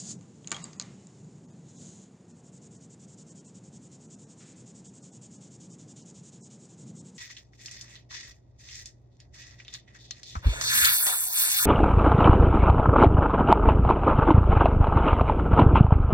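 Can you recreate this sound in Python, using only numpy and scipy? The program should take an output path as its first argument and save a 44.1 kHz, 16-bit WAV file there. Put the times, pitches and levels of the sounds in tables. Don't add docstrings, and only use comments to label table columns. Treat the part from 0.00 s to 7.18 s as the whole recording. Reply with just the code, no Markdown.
import sys
import numpy as np
from scipy import signal
from scipy.fft import rfft, irfft
from scipy.io import wavfile
from scipy.ndimage import uniform_filter1d

SR = 44100
rng = np.random.default_rng(int(sys.argv[2]) if len(sys.argv) > 2 else 0)


def volts_from_db(level):
    exponent = np.asarray(level, float) / 20
    return 10 ** exponent


def master_out(mix):
    frames = np.transpose(np.atleast_2d(mix))
    ceiling = np.clip(frames, -1, 1)
    pcm = np.round(ceiling * 32767).astype(np.int16)
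    wavfile.write(sys.argv[1], SR, pcm)


N = 316638
TIME = np.arange(N) / SR

# f/Hz, level/dB
AIR_COLOUR = [(25, -72), (45, -37.5), (80, -17.5), (126, -2.5), (185, -1), (264, -8.5), (340, -11.5),
              (480, -16), (620, -22), (870, -24.5), (1100, -30.5), (1840, -35.5), (3700, -41.5),
              (10600, -48)]
# t/s, level/dB
RUMBLE_SWELL = [(0.0, -48), (0.16, -46.5), (0.26, -53.5), (0.66, -46.5), (0.76, -51), (0.94, -47),
                (1.1, -57), (1.2, -49), (1.7, -52), (1.84, -47), (2.1, -53.5), (3.16, -51), (5.36, -52),
                (5.62, -50.5), (6.4, -51), (6.76, -52.5), (6.86, -46), (7.18, -52)]
# t/s, level/dB, t60/s
FAR_KNOCKS = [
    (4.402, -59.5, 0.84),
]
# f/Hz, density/dB
ROOM_COLOUR = [(600, -22), (1200, 4), (2000, 6.5), (3000, 2.5), (4500, 2), (7000, -0.5), (10000, -24.5)]
# t/s, level/dB
SLEEVE_LEVEL = [(0, -71.5), (.45, -66), (1.15, -66), (1.45, -69), (2.3, -73), (4.3, -69), (5.6, -69),
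                (7.18, -68.5)]
# f/Hz, density/dB
CLOTH_COLOUR = [(1200, -28.5), (2500, -15), (4500, -12), (6000, -7), (7000, 0.5), (8000, -8), (9500, -20),
                (10800, -31.5)]
# t/s, hiss level/dB
SLIDES = [
    [(0.0, -42), (0.03, -49.5), (0.118, -41.5), (0.166, -68)],
    [(1.5, -73), (1.63, -80), (1.702, -58.5), (1.728, -66.5), (1.822, -53.5), (2.042, -61.5), (2.094, -77)],
]
# f/Hz, density/dB
SLIDE_COLOUR = [(2530, -37), (4300, -10.5), (4800, -10), (5710, -13), (6930, -4), (7470, -7.5),
                (8340, -17.5), (9280, -21.5), (10000, -27.5), (10600, -30.5), (13800, -69), (22000, -120)]
# f/Hz, density/dB
DRAG_COLOUR = [(250, -20), (600, -2), (1200, -12.5), (2200, -14.5), (3300, -2), (4300, 5), (5500, -3),
               (7000, -27.5), (9000, -59.5)]
# t/s, peak/dB, ring f/Hz, ring share/dB, weight on the desk/dB
TAPS = [(0.2093, -48, 7500, -9, -17), (0.2274, -60, 6900, -10, -22), (0.4442, -48, 3230, 4, -10),
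        (0.4725, -27, 6500, -1, -23.5), (0.4805, -37, 6610, -1, -38), (0.494, -49, 7080, 10, -24),
        (0.506, -37, 7180, -9, -20), (0.5156, -13.5, 7140, -10, -10), (0.5246, -22.5, 6810, -19, -2.5),
        (0.5442, -32.5, 3230, 2, -20), (0.5521, -50, 3250, -14.5, 3), (0.5641, -32, 3290, 0, -4.5),
        (0.6405, -30.5, 7640, 5, -13), (0.6542, -43, 7460, -6, -6), (0.731, -36.5, 4970, -12, -17),
        (0.7972, -19, 6740, 0.5, -21), (0.8062, -32, 6550, -21, -24), (0.8125, -25, 6700, -8, -28),
        (0.8219, -32, 6550, -32, -37), (1.069, -46, 7340, 5.5, -27), (1.244, -63, 6950, 13, -34),
        (1.3604, -60, 6800, 5, -19)]
# f/Hz, level/dB, t60/s
DESK_MODES = [(140, -27, .04), (363, -12, 0.041), (496, -0.5, 0.018), (676, -5, 0.027), (1178, 2, 0.093),
              (1430, -3.5, 0.047), (1517, 3, 0.032), (1830, 2.5, 0.029), (2290, -0.5, 0.063),
              (2770, -3, 0.018), (2930, -0.5, 0.019)]
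# f/Hz, density/dB
CRACK_COLOUR = [(880, -23), (1500, -14), (2900, -3), (3400, -6), (3850, 2.5), (5600, -9), (7150, 7),
                (9560, -24), (10600, -35), (13800, -118), (22000, -120)]
# f/Hz, density/dB
BOUNCE_COLOUR = [(880, -33), (1500, -34), (2260, -9), (3000, -8.5), (4350, 1), (5470, -6.5), (6450, 6.5),
                 (6830, 3), (10600, -35), (13800, -93), (22000, -120)]
# f/Hz, density/dB
RATTLE_COLOUR = [(410, -11.5), (700, -5.5), (1200, -4), (1680, -16), (1840, -9.5), (5950, -19),
                 (6670, -6.5), (9380, -31), (10600, -30), (13800, -91), (22000, -120)]
# t/s, f/Hz, level/dB, t60/s
PINGS = [(0.5458, 3230, -36, 0.061), (0.566, 3290, -45, 0.06), (0.6402, 4670, -43, 0.06),
         (.7315, 4800, -60, 0.11), (0.5062, 7000, -33, 0.017), (.655, 7600, -56, 0.36),
         (.665, 4740, -65, .2), (.98, 2950, -74.5, .9)]
# start t/s, length/s, tip hiss level/dB
PUSHES = [(2.285, 0.024, -66), (2.44, 0.054, -62), (2.62, 0.051, -58.5), (2.81, .047, -58.5),
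          (2.999, .05, -59), (3.18, .044, -57), (3.356, 0.053, -59), (3.55, 0.034, -56.5),
          (3.732, 0.04, -57), (3.92, 0.041, -57.5), (4.107, 0.039, -55), (4.291, 0.043, -57),
          (4.457, 0.07, -57.5), (4.664, 0.049, -58), (4.849, 0.047, -57), (5.029, 0.06, -56.5),
          (5.221, 0.048, -55), (5.414, 0.066, -57), (5.607, 0.062, -56), (5.791, 0.049, -58),
          (5.966, .065, -56.5), (6.149, .056, -58.5), (6.328, 0.052, -59), (6.508, 0.058, -58.5),
          (6.695, 0.047, -61), (6.873, 0.036, -58), (7.053, 0.046, -58)]
# start t/s, length/s, tip hiss level/dB
PULLS = [(2.36, .041, -64.5), (2.528, 0.052, -60.2), (2.712, 0.056, -59.5), (2.904, 0.038, -59.5),
         (3.082, 0.062, -59.5), (3.269, 0.055, -58), (3.451, 0.052, -58), (3.64, 0.046, -59.5),
         (3.82, 0.054, -60), (4.006, .052, -59.5), (4.192, 0.05, -58), (4.381, .059, -57),
         (4.563, .059, -58.5), (4.751, .051, -57), (4.94, 0.044, -57.5), (5.125, 0.045, -56),
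         (5.312, 0.051, -56.5), (5.512, 0.047, -56.5), (5.701, 0.046, -58.5), (5.885, 0.036, -56),
         (6.059, 0.047, -56), (6.234, 0.059, -56), (6.414, 0.059, -56.5), (6.594, 0.067, -59.5),
         (6.779, .054, -57.5), (6.956, 0.053, -55), (7.152, 0.016, -57)]
# t/s, sheet body minus hiss/dB, pressure gain start to end/dB, share of the sharp point/0-1
PUSH_GRIP = [(2.3, -14.5, 4, 0.4), (3.6, -13.5, -0.5, 0.35), (5.2, -14, -5.5, 0.5), (5.9, -10, -10, 0.2),
             (7.1, -12, -3, 0.5)]
# t/s, body minus hiss/dB, pressure gain/dB, sharp share/0-1
PULL_GRIP = [(2.3, -15, 6, 0.58), (3.3, -14.5, -3, 0.5), (5.0, -15.5, 1.5, 0.57), (6.0, -13, 5.5, .3),
             (7.1, -14.5, 6.5, .6)]
# f/Hz, density/dB
POINT_COLOUR = [(2530, -44), (4300, -20), (5040, -18), (5820, -12.5), (6650, -0.5), (7470, 2), (8660, -7),
                (9000, -19.5), (10000, -25), (10600, -17.5), (13800, -68.5), (22000, -120)]
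# f/Hz, density/dB
FLANK_COLOUR = [(2530, -38), (4300, -16.5), (5000, -12.5), (5870, -7.5), (6750, -4.5), (7040, -0.5),
                (8190, -15), (8960, -23), (9970, -24.5), (10600, -27), (13800, -66.5), (22000, -120)]
# f/Hz, density/dB
SHEET_COLOUR = [(900, -28.5), (1800, -18), (2600, -6), (3300, 0), (4300, 5), (5500, -24), (7000, -3.5),
                (9000, -61)]
# t/s, share of mid lines kept/0-1
STARVED = [(.173, .08), (.637, .04), (.776, .07), (1.473, .015), (1.518, .07), (1.773, .04), (2.334, .08),
           (2.773, .02), (3.309, .03), (3.4, .04), (3.468, .02), (4.074, .02), (4.167, .04), (4.259, .03),
           (4.885, .02), (5.024, .02), (5.117, .01), (5.374, .04), (5.721, .04), (6.024, .05),
           (6.418, .004), (6.441, .008), (6.999, .02)]
TOP_HZ = 11300


def colour(x, points, size=1024):
    hz, db = np.transpose(points)
    grid = np.maximum(np.arange(size + 1) * SR / (2 * size), 1)
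    gain = volts_from_db(np.interp(np.log(grid), np.log(hz), db))
    cepstrum = irfft(np.log(gain))
    cepstrum[1:size] *= 2
    cepstrum[size + 1:] = 0
    response = irfft(np.exp(rfft(cepstrum)))
    response = response / np.sqrt(np.sum(response ** 2))
    return signal.fftconvolve(x, response)[:len(x)]


def walk(rate):
    hold = int(SR / rate)
    steps = np.repeat(rng.standard_normal(N // hold + 1), hold)
    smooth = uniform_filter1d(uniform_filter1d(steps, hold), hold)
    return 1.3 * smooth[:N]


def ring(t, hz, t60):
    return np.sin(2 * np.pi * hz * t) * volts_from_db(-60 * t / t60)


def slips(scatter_db, patchy_db):
    size = rng.standard_normal(N) * volts_from_db(scatter_db * rng.exponential(size=N))
    return size / np.sqrt(np.mean(size ** 2)) * volts_from_db(patchy_db * walk(60))


def air():
    wash = colour(rng.standard_normal(N), AIR_COLOUR, size=4096)
    low = signal.sosfiltfilt(signal.butter(2, 350, fs=SR, output="sos"), wash)
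    swell_db = np.interp(TIME, *np.transpose(RUMBLE_SWELL)) + 0.5 + 0.74 * walk(9.9)
    fan_level = np.sqrt(2) * volts_from_db(-69.5 + 1.0 * walk(2.5))
    fan_hz = 181.4 * (1 + 0.01187 * walk(3.6))
    fan = fan_level * np.sin(2 * np.pi * np.cumsum(fan_hz) / SR)
    return volts_from_db(swell_db) * low + volts_from_db(-53) * (wash - low) + fan


def far_knock():
    fade = np.zeros(N)
    for start, db, t60 in FAR_KNOCKS:
        fade += volts_from_db(db - 60 * np.maximum(TIME - start, 0) / t60) * (TIME >= start)
    return colour(fade * rng.standard_normal(N), ROOM_COLOUR)


def sliding():
    hiss, body = np.zeros((2, N))
    for t, db in map(np.transpose, SLIDES):
        drag_db = np.interp(TIME, t, db, left=-160, right=-160)
        hiss += volts_from_db(drag_db + 2.5)
        body += volts_from_db(-49 - 9 + 0.7 * (drag_db + 50.5))
    tooth = slips(scatter_db=2.0, patchy_db=0.4)
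    sleeve = volts_from_db(np.interp(TIME, *np.transpose(SLEEVE_LEVEL))) * slips(scatter_db=1.9, patchy_db=1.0)
    drag = colour(hiss * tooth, SLIDE_COLOUR) + colour(body * tooth, DRAG_COLOUR)
    return drag + colour(sleeve, CLOTH_COLOUR)


def taps():
    out, t = np.zeros(N + SR), np.arange(SR // 2) / SR
    rise = 1 - np.exp(-t / 0.00016)
    desk = sum(volts_from_db(db) * ring(t, hz, t60) for hz, db, t60 in DESK_MODES)
    for start, db, hz, ring_db, weight_db in TAPS:
        noise = rng.standard_normal((3, len(t)))
        burst = (t == 0) + volts_from_db(-14.5) * noise[0] * volts_from_db(-60 * t / 0.014)
        crack = colour(burst, CRACK_COLOUR if start < 0.7 else BOUNCE_COLOUR, size=256)
        crack = crack / np.abs(crack).max() + volts_from_db(-10) * ring(t, 4900, 0.0055)
        rattle_db = -16 + 0.45 * weight_db - 0.46 * (db + 39)
        rattle = colour(noise[1] * volts_from_db(-60 * t / 0.45), RATTLE_COLOUR, size=256)
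        room = colour(noise[2] * volts_from_db(-60 * t / 0.72), ROOM_COLOUR, size=256)
        hit = crack + volts_from_db(ring_db) * ring(t, hz, 0.011) + volts_from_db(weight_db - 11) * desk
        hit += volts_from_db(rattle_db) * rattle + volts_from_db(-39) * room
        out[int((start + 0.0007) * SR):][:len(t)] += volts_from_db(db) * rise * hit
    for start, hz, db, t60 in PINGS:
        out[int(start * SR):][:len(t)] += volts_from_db(db) * rise * ring(t, hz, t60)
    return out[:N]


def shading():
    point, flank, body = np.zeros((3, N))
    for strokes, grip_table in ((PUSHES, PUSH_GRIP), (PULLS, PULL_GRIP)):
        when, *grip = np.transpose(grip_table)
        for start, length, db in strokes:
            body_db, lean_db, sharp = (np.interp(start, when, column) for column in grip)
            span = slice(int((start - 0.011) * SR), min(int((start + length + 0.011) * SR), N))
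            place = np.clip((TIME[span] - start + 0.01) / (length + 0.022), 0, 1)
            speed = np.tanh(1.94 * np.sin(np.pi * place) ** 1.01)
            rub = volts_from_db(db + 3.0 + lean_db * (place - 0.5)) * speed
            point[span] += np.clip(sharp, 0, 1) * rub
            flank[span] += np.clip(1 - sharp, 0, 1) * rub
            body[span] += volts_from_db(body_db) * rub
    tooth = slips(scatter_db=1.3, patchy_db=0.8)
    tip = colour(point * tooth, POINT_COLOUR) + colour(flank * tooth, FLANK_COLOUR)
    return tip + colour(body * tooth, SHEET_COLOUR)


def scene():
    return np.tile(air() + far_knock() + sliding() + taps() + shading(), (2, 1))


def starve(x):
    frame, offset = 1024, 420
    low, mid, edge, top = (hz * 2 * frame // SR for hz in (1000, 5000, 8700, TOP_HZ))
    n = np.arange(2 * frame) + 0.5
    k = np.arange(low, top)[:, None] + 0.5
    window = np.sin(np.pi * n / (2 * frame))
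    basis = np.sqrt(2 / frame) * window * np.cos(np.pi / frame * (n + frame / 2) * k)
    basis[:, -frame // 8:] = 0
    out = x.copy()
    for t, share in STARVED:
        start = round((t * SR - offset) / frame - 1) * frame + offset
        span = slice(start, start + 2 * frame)
        lines = basis @ x[span]
        size = np.abs(lines)
        step = np.full(len(lines), 2 * np.quantile(size[:mid - low], 1 - share))
        step[edge - low:] = 2 * np.quantile(size[edge - low:], 1 - share / 4)
        out[span] += (step * np.round(lines / step) - lines) @ basis
    return out


def band_limit(x):
    return signal.sosfilt(signal.butter(12, 10780, fs=SR, output="sos"), x)


def record(dry):
    cut = signal.sosfilt(signal.cheby2(10, 50, TOP_HZ, fs=SR, output="sos"), dry[0])
    mix = np.tile(starve(cut), (2, 1))
    return band_limit(mix)


dry = scene()
out = record(dry)
master_out(out)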